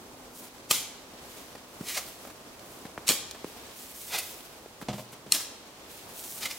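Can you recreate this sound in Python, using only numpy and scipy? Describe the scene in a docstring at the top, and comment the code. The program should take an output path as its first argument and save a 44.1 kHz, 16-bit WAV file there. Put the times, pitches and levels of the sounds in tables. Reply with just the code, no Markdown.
"""A man shovels gritty sand into steel tipper wagons at the edge of a wood, some metres away.
It opens on soft wind and a faint hum that soon fades. At 0.7 s the blade skids on stones and crunches
into the heap; near 2 s the load hisses off it and slaps into a wagon. Boots thud, and a second shovelful
starts at 3.1 s. At 4.9 s a wagon's tub is knocked and booms; the third shovelful follows at 5.3 s.
Throughout, wagons and trees scatter the impacts back."""
import sys
import numpy as np
from scipy import signal
from scipy.fft import rfft, irfft
from scipy.io import wavfile
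from scipy.ndimage import uniform_filter1d

SR = 44100
rng = np.random.default_rng(int(sys.argv[2]) if len(sys.argv) > 2 else 0)


def master_out(mix):
    """Clip the mix to full scale and print it as 16-bit PCM to the path in sys.argv[1]."""
    frames = np.transpose(np.atleast_2d(mix))
    ceiling = np.clip(frames, -1, 1)
    pcm = np.round(ceiling * 32767).astype(np.int16)
    wavfile.write(sys.argv[1], SR, pcm)


N = 290178
TIME = np.arange(N) / SR


def amp(db):
    """Decibels to gain."""
    return 10 ** (np.asarray(db) / 20)


def unit(x):
    """Scales to rms 1."""
    return x / np.sqrt(np.mean(x ** 2) + 1e-20)


def wander(samples):
    """Smoothed noise at rms 1."""
    return unit(uniform_filter1d(rng.standard_normal(N), size=samples))


def curve_at(points, hz):
    """Interpolates on a log-frequency axis."""
    freq_hz, value = np.transpose(points)
    return np.interp(np.log(hz + 1), np.log(freq_hz), value)


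def add(mix, start_s, sound):
    """Adds a sound to the mix in place."""
    part = mix[..., max(round(start_s * SR), 0):][..., :sound.shape[-1]]
    part += sound[..., :part.shape[-1]]


def colour(x, spectrum, tilt_db_oct=0):
    """Gives noise a tilted spectrum, at rms 1."""
    hz = np.fft.rfftfreq(x.shape[-1], 1 / SR)
    gain = amp(curve_at(spectrum, hz) + tilt_db_oct * np.log2(hz + 1))
    return unit(irfft(rfft(x) * gain, x.shape[-1]))


def grains(per_s, spread_db, width, size=N):
    """Stereo patter of uneven grains; width is side over mid."""
    hits = (rng.random((2, size)) < per_s / SR) * rng.standard_normal((2, size))
    mid, side = hits * amp(spread_db * np.minimum(rng.exponential(1, (2, size)), 4))
    return unit(np.array([mid + width * side, mid - width * side]))


def swell(peak_s, rise_s, fall_s):
    """Exponential rise and fall around a peak."""
    return np.exp(-np.maximum((peak_s - TIME) / rise_s, (TIME - peak_s) / fall_s))


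def ring(modes, length_s, tilt_db_oct=0):
    """Impulse response of modes with alternating signs, at energy 1."""
    t = np.arange(int(length_s * SR)) / SR
    response = sum((-1) ** k * amp(db + tilt_db_oct * np.log2(hz) - 60 * t / t60_s)
                   * np.sin(2 * np.pi * hz * t) for k, (hz, db, t60_s) in enumerate(modes))
    return response / np.linalg.norm(response)


def convolve(x, response):
    """Convolves along time, up to N samples."""
    return signal.fftconvolve(np.atleast_2d(x), np.atleast_2d(response), axes=1)[:, :N]


# wind spectrum: freq_hz, level_db
WIND_SPECTRUM = [(15, -19), (30, -6.5), (65, -5.5), (155, -6.5), (250, -2.5), (420, -3), (600, -3.5),
                 (1100, -7), (1700, -13), (2500, -15), (6000, -16.5), (16000, -24)]
# wind strength: time_s, level_db
WIND_LEVEL = [(0, -49), (1.2, -48.5), (2.3, -48), (3.6, -48.5), (4.6, -49.5), (5.7, -50.5), (6.58, -47.5)]
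# left-right likeness of the wind: freq_hz, correlation
WIND_CORRELATION = [(50, 0.92), (200, 0.87), (500, 0.82), (1000, 0.5), (2000, 0), (5000, 0), (16000, 0.22)]


def wind(waver_db=1.14):
    """Soft wind in the trees, nearly mono in the bass."""
    correlation = curve_at(WIND_CORRELATION, np.fft.rfftfreq(N, 1 / SR))
    mid, side = rfft(rng.standard_normal((2, N))) * np.sqrt([1 + correlation, 1 - correlation])
    air = colour(irfft(np.array([mid + side, mid - side]), N), WIND_SPECTRUM)
    level_db = np.interp(TIME, *np.transpose(WIND_LEVEL)) + waver_db * wander(4000)
    return air * amp(level_db) * amp([[-.3], [.3]])


def hum(pitch_hz=254, level_db=-60, fade_s=1.9):
    """A faint far hum wavers and fades."""
    hz = pitch_hz * (1 + 0.015 * wander(3000))
    return amp(level_db) * np.sin(2 * np.pi * np.cumsum(hz) / SR) / (1 + (TIME / fade_s) ** 8)


# echo decay: freq_hz, t60_s
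WOOD_DECAY = [(150, 0.23), (1000, 0.66), (3200, 0.72), (7000, 0.55), (10000, 0.43), (15000, 0.21)]


def wood_echo(x, build_s=0.004, positions=3):
    """Wagons and trunks scatter sound, treble dying first; the paths change as the listener walks."""
    t, out = np.arange(SR) / SR, np.zeros((2, N))
    for k in range(positions):
        taps = rng.standard_normal((2, SR)) * (rng.random((2, SR)) < .15) * (1 - np.exp(-t / build_s))
        hz, frame_s, spectra = signal.stft(taps, SR, nperseg=256)
        decay = amp(-60 * frame_s / curve_at(WOOD_DECAY, hz)[:, None])
        tail = signal.istft(spectra * decay, SR, nperseg=256)[1]
        share = np.clip(1 - abs(TIME / TIME[-1] * (positions - 1) - k), 0, 1)
        out += convolve(x.mean(0) * np.sqrt(share), tail / np.linalg.norm(tail[0]))
    return out


# steel sheet modes: freq_hz, level_db, t60_s
SHEET_MODES = [(1310, -6, .25), (2380, -2, .15), (2922, -1, .35), (3095, 0, .25), (3357, -1, .3),
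               (3468, 0, .3), (4373, -1, .15), (6619, -2, .2), (7770, -2, .15), (8890, -4, .2),
               (9310, -4, .2)]


def sheet_ring(sand, gain_db=-26):
    """Sand excites a thin, lasting ring in the steel."""
    return convolve(amp(gain_db) * sand, ring(SHEET_MODES, length_s=.6))


# pebble ticks: peak_s, level_db
PEBBLES = [(.44, -49), (2.595, -46), (2.8657, -44), (3.3115, -31), (3.445, -44), (4.407, -41),
           (6.194, -39.5), (6.316, -45)]


def pebbles():
    """Stray stones tick briefly."""
    envelope = sum(amp(db) * swell(peak_s, .0005, .003) for peak_s, db in PEBBLES)
    grit = grains(per_s=9600, spread_db=2.5, width=0.57)
    return envelope * colour(grit, CRUNCH_SPECTRUM, tilt_db_oct=-3)


def push(peak_s, hz, length_s, sag=0.28):
    """A short pulse whose pitch sinks as the ground yields."""
    age = np.clip((TIME - peak_s) / length_s, -6, 12)
    cycles = hz * length_s * (1 - np.exp(-sag * age)) / sag
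    return np.sin(2 * np.pi * cycles) * np.exp(1 - np.exp(-age) - age)


# ground thuds: peak_s, level_db, pitch_hz, tap_db, scuff_db
THUDS = [(0.711, -37, 150, -20, -20), (1.553, -43, 704, -8, 3), (1.8114, -27, 235, -12, -17),
         (2.252, -35.5, 600, -10, -5.5), (2.275, -37, 700, -10, -7), (2.302, -39.5, 875, -10, -2),
         (2.8543, -32, 260, -1, -7), (2.9796, -33.5, 260, 16, -6.5), (3.109, -23.5, 360, -20, -14),
         (3.349, -43, 420, -10, 3), (3.4461, -24, 364, -2.5, -20), (4.661, -36.5, 620, -6, -10),
         (4.816, -37.5, 340, -10, -1), (4.827, -34, 240, -10, -8), (5.265, -37.5, 414, -10, -9)]
# scuffed grit: freq_hz, level_db
SCUFF_SPECTRUM = [(100, -14), (400, 2.5), (1000, -2.5), (2000, -5), (3200, -11), (6000, -16.5),
                  (15000, -23)]


def thuds(push_cycles=0.55, tap_lead_s=0.00164):
    """Boots and blade tap hard, then push into soft ground with a scuff of grit."""
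    out, scuff = np.zeros(N), np.zeros(N)
    for peak_s, db, hz, tap_db, scuff_db in THUDS:
        tap = amp(tap_db) * push(peak_s - tap_lead_s, hz=950, length_s=0.0002)
        out += amp(db) * (push(peak_s, hz, push_cycles / hz) + tap)
        scuff += amp(db + scuff_db) * swell(peak_s, rise_s=0.0014, fall_s=0.0075)
    return out + scuff * colour(grains(per_s=11000, spread_db=3, width=0.62), SCUFF_SPECTRUM)


# knocks on the tub: start_s, level_db, tilt_db_oct, rattle_db
KNOCKS = [(4.884, -28.5, -0.5, -2), (4.929, -35, -7, -2.5), (4.98, -42, 2, -1), (4.993, -41, 3, -11),
          (5.127, -51, -7, 7), (5.267, -47.5, -2.5, -4)]
# tub modes: freq_hz, level_db, t60_s
TUB_MODES = [(119, -1.5, 0.51), (144, 4, 0.1), (183, -9, .2), (204.8, -1, 0.44), (253, 0, 0.12),
             (351, -10, 0.34), (523, -1.5, 0.17), (624, 3, 0.14), (732, -1, 0.15), (893, -2, 0.075),
             (1030, -3.5, .06)]
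# cradle rattle: freq_hz, level_db
RATTLE_SPECTRUM = [(100, 1.5), (400, -2), (1000, 1), (1600, -9.5), (3000, -5), (7000, -13.5), (15000, -32)]


def wagon_knocks():
    """The tub booms at each knock and rattles in its cradle."""
    boom, rattle = np.zeros(N), np.zeros(N)
    for start_s, db, tilt_db_oct, rattle_db in KNOCKS:
        add(boom, start_s, amp(db) * np.sqrt(0.016 * SR) * ring(TUB_MODES, 1, tilt_db_oct))
        rattle += amp(db + rattle_db) * swell(start_s + 0.00071, rise_s=0.00039, fall_s=0.018)
    return boom + rattle * colour(grains(per_s=17000, spread_db=0.5, width=0.4), RATTLE_SPECTRUM)


# shovelfuls, heap to wagon: stab_s, slump_db, throw_s, throw_db, throw_rise_s
SHOVELFULS = [(.71, -54.5, 1.95, -45, 0.12), (3.09, -53.5, 4.17, -40.5, 0.24),
              (5.32, -54.5, 6.34, -39, .16)]
# spills over the blade's edge: start_s, length_s, level_db
SPILLS = [(.3, .25, -48), (.47, .2, -62), (1.15, .52, -53.5), (2.16, .25, -55.5), (2.56, .42, -55.5),
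          (3.42, .26, -54.5), (3.72, .23, -46.5), (3.93, .16, -45.5), (4.8, .04, -49), (4.895, .2, -50),
          (5.115, .04, -49), (5.86, .21, -50), (6.13, .2, -45.5)]


def sand_flow(spill_skew=.75, runoff_db=-52, runoff_lag_s=0.11, slump_delay_s=0.66):
    """Envelopes of sand leaving the blade and of grit running down heap and steel."""
    throws = [amp(db) * swell(throw_s, rise_s, fall_s=0.18) for _, _, throw_s, db, rise_s in SHOVELFULS]
    spills = [amp(db) * np.sin(np.pi * np.clip((TIME - start_s) / length_s, 0, 1) ** spill_skew) ** 2
              for start_s, length_s, db in SPILLS]
    falling = np.linalg.norm(throws + spills, axis=0)
    fallen = signal.lfilter([1], [1, -np.exp(-1 / (runoff_lag_s * SR))], falling)
    runoff = amp(runoff_db) * (fallen / fallen.max()) ** 0.42
    # the heap runs into the hole, most as the blade is drawn out
    slumps = [amp(db) * (TIME > stab_s) * swell(stab_s + slump_delay_s, rise_s=1, fall_s=0.29)
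              for stab_s, db, *_ in SHOVELFULS]
    return falling, np.linalg.norm(slumps + [runoff], axis=0)


# fine sand: freq_hz, level_db
HISS_SPECTRUM = [(500, -35), (2500, -16), (5000, -5), (7000, -1), (10000, 0), (13000, 0), (15800, -1.5)]
# coarse grit: freq_hz, level_db
TRICKLE_SPECTRUM = [(300, -65), (1500, -6), (2500, -3), (4000, -4), (6000, -8), (9000, -13), (16000, -72)]


def sliding_sand(flutter_db=1.5, stones_db=-11):
    """Fine sand hisses, larger grains tick and grit trickles in an uneven flow."""
    falling, running = sand_flow()
    flutter = amp(flutter_db * wander(900))
    fine = colour(grains(per_s=25000, spread_db=-2.5, width=0.19), HISS_SPECTRUM)
    stones = amp(stones_db) * colour(grains(per_s=500, spread_db=3.5, width=0.31), CRUNCH_SPECTRUM)
    trickle = colour(grains(per_s=20000, spread_db=2, width=0.97), TRICKLE_SPECTRUM)
    return flutter * (falling * (fine + stones) + running * trickle)


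def burst(peak_s, rise_s, fall_s, spectrum, width, tilt_db_oct=0, ripple_db=3.5):
    """A swell of dense grains, each burst with its own random, uneven colour."""
    size, out = SR // 2, np.zeros((2, N))
    ripple = unit(signal.resample(rng.standard_normal(SR // 300), size // 2 + 1))
    patter = grains(per_s=20000, spread_db=-0.3, width=width, size=size)
    spray = irfft(rfft(patter) * amp(ripple_db * np.minimum(ripple, 1)), size)
    add(out, peak_s - size / SR / 4, colour(spray, spectrum, tilt_db_oct))
    return out * swell(peak_s, rise_s, fall_s)


# clods landing: peak_s, level_db, fall_s, tilt_db_oct, thump_db
CLODS = [(1.895, -31.5, .048, 2, -18), (1.955, -33, .028, 1.5, -29), (1.976, -26.5, 0.013, .5, -6.5),
         (2.085, -42.5, .02, 5.5, -11), (4.145, -28.5, 0.041, -1, -10), (4.188, -27.5, 0.013, 4, -15.5),
         (6.432, -31.5, 0.022, .5, -14), (6.459, -28.5, .013, -.5, -15), (6.512, -34.5, 0.019, .5, -16)]
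# sand on steel: freq_hz, level_db
SLAP_SPECTRUM = [(100, -22), (400, -13), (900, -9), (1600, -9.5), (1850, 1), (2300, 1), (3100, -1),
                 (5000, -2.5), (8000, -6), (12000, -9), (15800, -13)]
# hollow tub: freq_hz, level_db
THUMP_SPECTRUM = [(100, -23), (450, -12), (750, 5), (1000, -5), (1280, 4), (1700, -9.5), (3500, -20)]


def clods(rise_ratio=0.53):
    """Each lump bursts into a spray of grains; its weight thumps the hollow tub."""
    out = np.zeros((2, N))
    for peak_s, db, fall_s, tilt_db_oct, thump_db in CLODS:
        timing = peak_s, rise_ratio * fall_s, fall_s
        slap = burst(*timing, SLAP_SPECTRUM, width=0.2, tilt_db_oct=tilt_db_oct)
        thump = burst(*timing, THUMP_SPECTRUM, width=0.37)
        out += amp(db) * (slap + amp(thump_db) * thump)
    return out


# blade entering the heap: peak_s, level_db, fall_s, push_db
DIGS = [(.712, -21, 0.021, -17.5), (.746, -27.5, 0.043, -19), (3.073, -29, .01, -24),
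        (3.085, -24, .016, -26), (3.1, -22, .03, -11), (5.329, -25.5, 0.024, -36),
        (5.348, -25.5, 0.023, -13), (5.403, -35, .03, -11.5)]
# grit and small stones: freq_hz, level_db
CRUNCH_SPECTRUM = [(200, -22), (900, -11), (1650, -11), (2200, -3), (3400, 0), (5200, -1), (7800, -.5),
                   (10500, -4), (13000, -5), (15800, -7.5)]
# yielding sand: freq_hz, level_db
PUSH_SPECTRUM = [(40, -32), (100, -4.5), (200, -4), (340, -5), (520, -6), (1200, -7), (2500, -11),
                 (6000, -47)]


def digs(rise_ratio=.29):
    """Grit grinds along the steel while the sand gives way with a dull push."""
    out = np.zeros((2, N))
    for peak_s, db, fall_s, push_db in DIGS:
        timing = peak_s, rise_ratio * fall_s, fall_s
        crunch = burst(*timing, CRUNCH_SPECTRUM, width=0.19)
        yielding = burst(*timing, PUSH_SPECTRUM, width=.2)
        out += amp(db) * (crunch + amp(push_db) * yielding)
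    return out


# edge chattering on stones: start_s, level_db, slip_hz, fall_s, shove_db, tilt_db_oct
SKIDS = [(0.7096, -16, 628, 0.0029, -5, -6), (0.7127, -16, 1260, 0.0024, -12, 12),
         (3.08, -18, 1800, 0.0014, -28, 1), (3.0898, -12.5, 950, 0.0017, -13, -2.5),
         (3.0956, -23, 800, 0.0037, -17, -4), (3.1181, -24.5, 1500, 0.0022, -32, -4),
         (5.3208, -22, 1240, 0.0017, -28, 1.5), (5.3212, -8, 1400, 0.0014, -24, 1)]
# modes of the blade against a stone: freq_hz, level_db, t60_s
BLADE_MODES = [(1219, -17, 0.023), (2170, -9, 0.0043), (2520, -1, 0.0057), (3154, -6.5, 0.019),
               (4270, 0, 0.013), (5680, -1, 0.0043), (6650, 0, 0.0037), (8190, 2, 0.0074),
               (9730, -5.5, 0.0095), (10900, -6.5, 0.0054), (12700, -3.5, 0.003)]


def skids(jitter=0.039, grip_s=0.00053, grit_gain=0.097, left_db=0.6):
    """Stick-slip jolts grip, die away and ring the blade; the shove behind them gives a low knock."""
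    out, t = np.zeros((2, N)), np.arange(SR // 10) / SR
    shove_age = t / 0.00061
    shove = np.cos(1.67 * shove_age) * shove_age * np.exp(-shove_age / 1.12)
    for start_s, db, slip_hz, fall_s, shove_db, tilt_db_oct in SKIDS:
        slips_s = np.cumsum(1 + jitter * rng.standard_normal(16)) / slip_hz
        slips_s -= slips_s[0]
        jolts = sum((np.exp(-s / fall_s) - .5 * np.exp(-s / grip_s)) * np.sinc((t - s) * SR)
                    for s in slips_s)
        trapped_sand = grit_gain * rng.standard_normal((2, len(t))) * np.exp(-t / fall_s)
        chatter = convolve(jolts + trapped_sand, ring(BLADE_MODES, .05, tilt_db_oct))[:, :len(t)]
        chatter *= np.sqrt(fall_s * SR) / np.linalg.norm(chatter.mean(0))
        add(out, start_s, amp(db) * (chatter + 2 * amp(shove_db) * shove))
    return out * amp([[left_db], [-left_db]])


# stereo width of the impacts: freq_hz, side_gain_db
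WIDTH = [(100, -15), (500, -6.5), (1100, -9), (2200, -8.5), (4000, -2.5), (8000, 2), (15000, 3.5)]


def scene(right_db=0.3):
    """Impacts and their echo, widest in the treble, over sliding sand, wind and hum."""
    chatter, crunch = skids(), digs()
    toward_wagons = amp([[-right_db], [right_db]])
    load = toward_wagons * clods()
    steel = sheet_ring(crunch + load)
    bumps = toward_wagons * (thuds() + pebbles() + wagon_knocks())
    echo = wood_echo(amp(-18) * chatter + amp(-6.5) * crunch + amp(-11.5) * (load + bumps))
    left, right = chatter + crunch + load + steel + bumps + echo
    side_gain = amp(curve_at(WIDTH, np.fft.rfftfreq(N, 1 / SR)))
    side = irfft(rfft((left - right) / 2) * side_gain, N)
    impacts = (left + right) / 2 + np.array([side, -side])
    return impacts + toward_wagons * sliding_sand() + wind() + hum()


def record(dry, low_cut_hz=37, ceiling=0.74, high_cut_hz=15950):
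    """High-pass, soft clip, low-pass."""
    thin = signal.sosfilt(signal.butter(2, low_cut_hz, "highpass", fs=SR, output="sos"), dry)
    rounded = thin / (1 + (thin / ceiling) ** 8) ** (1 / 8)
    lowpass = signal.firwin(511, high_cut_hz, window=("kaiser", 9), fs=SR)
    return signal.oaconvolve(rounded, lowpass[None], "same")


dry = scene()
out = record(dry)
master_out(out)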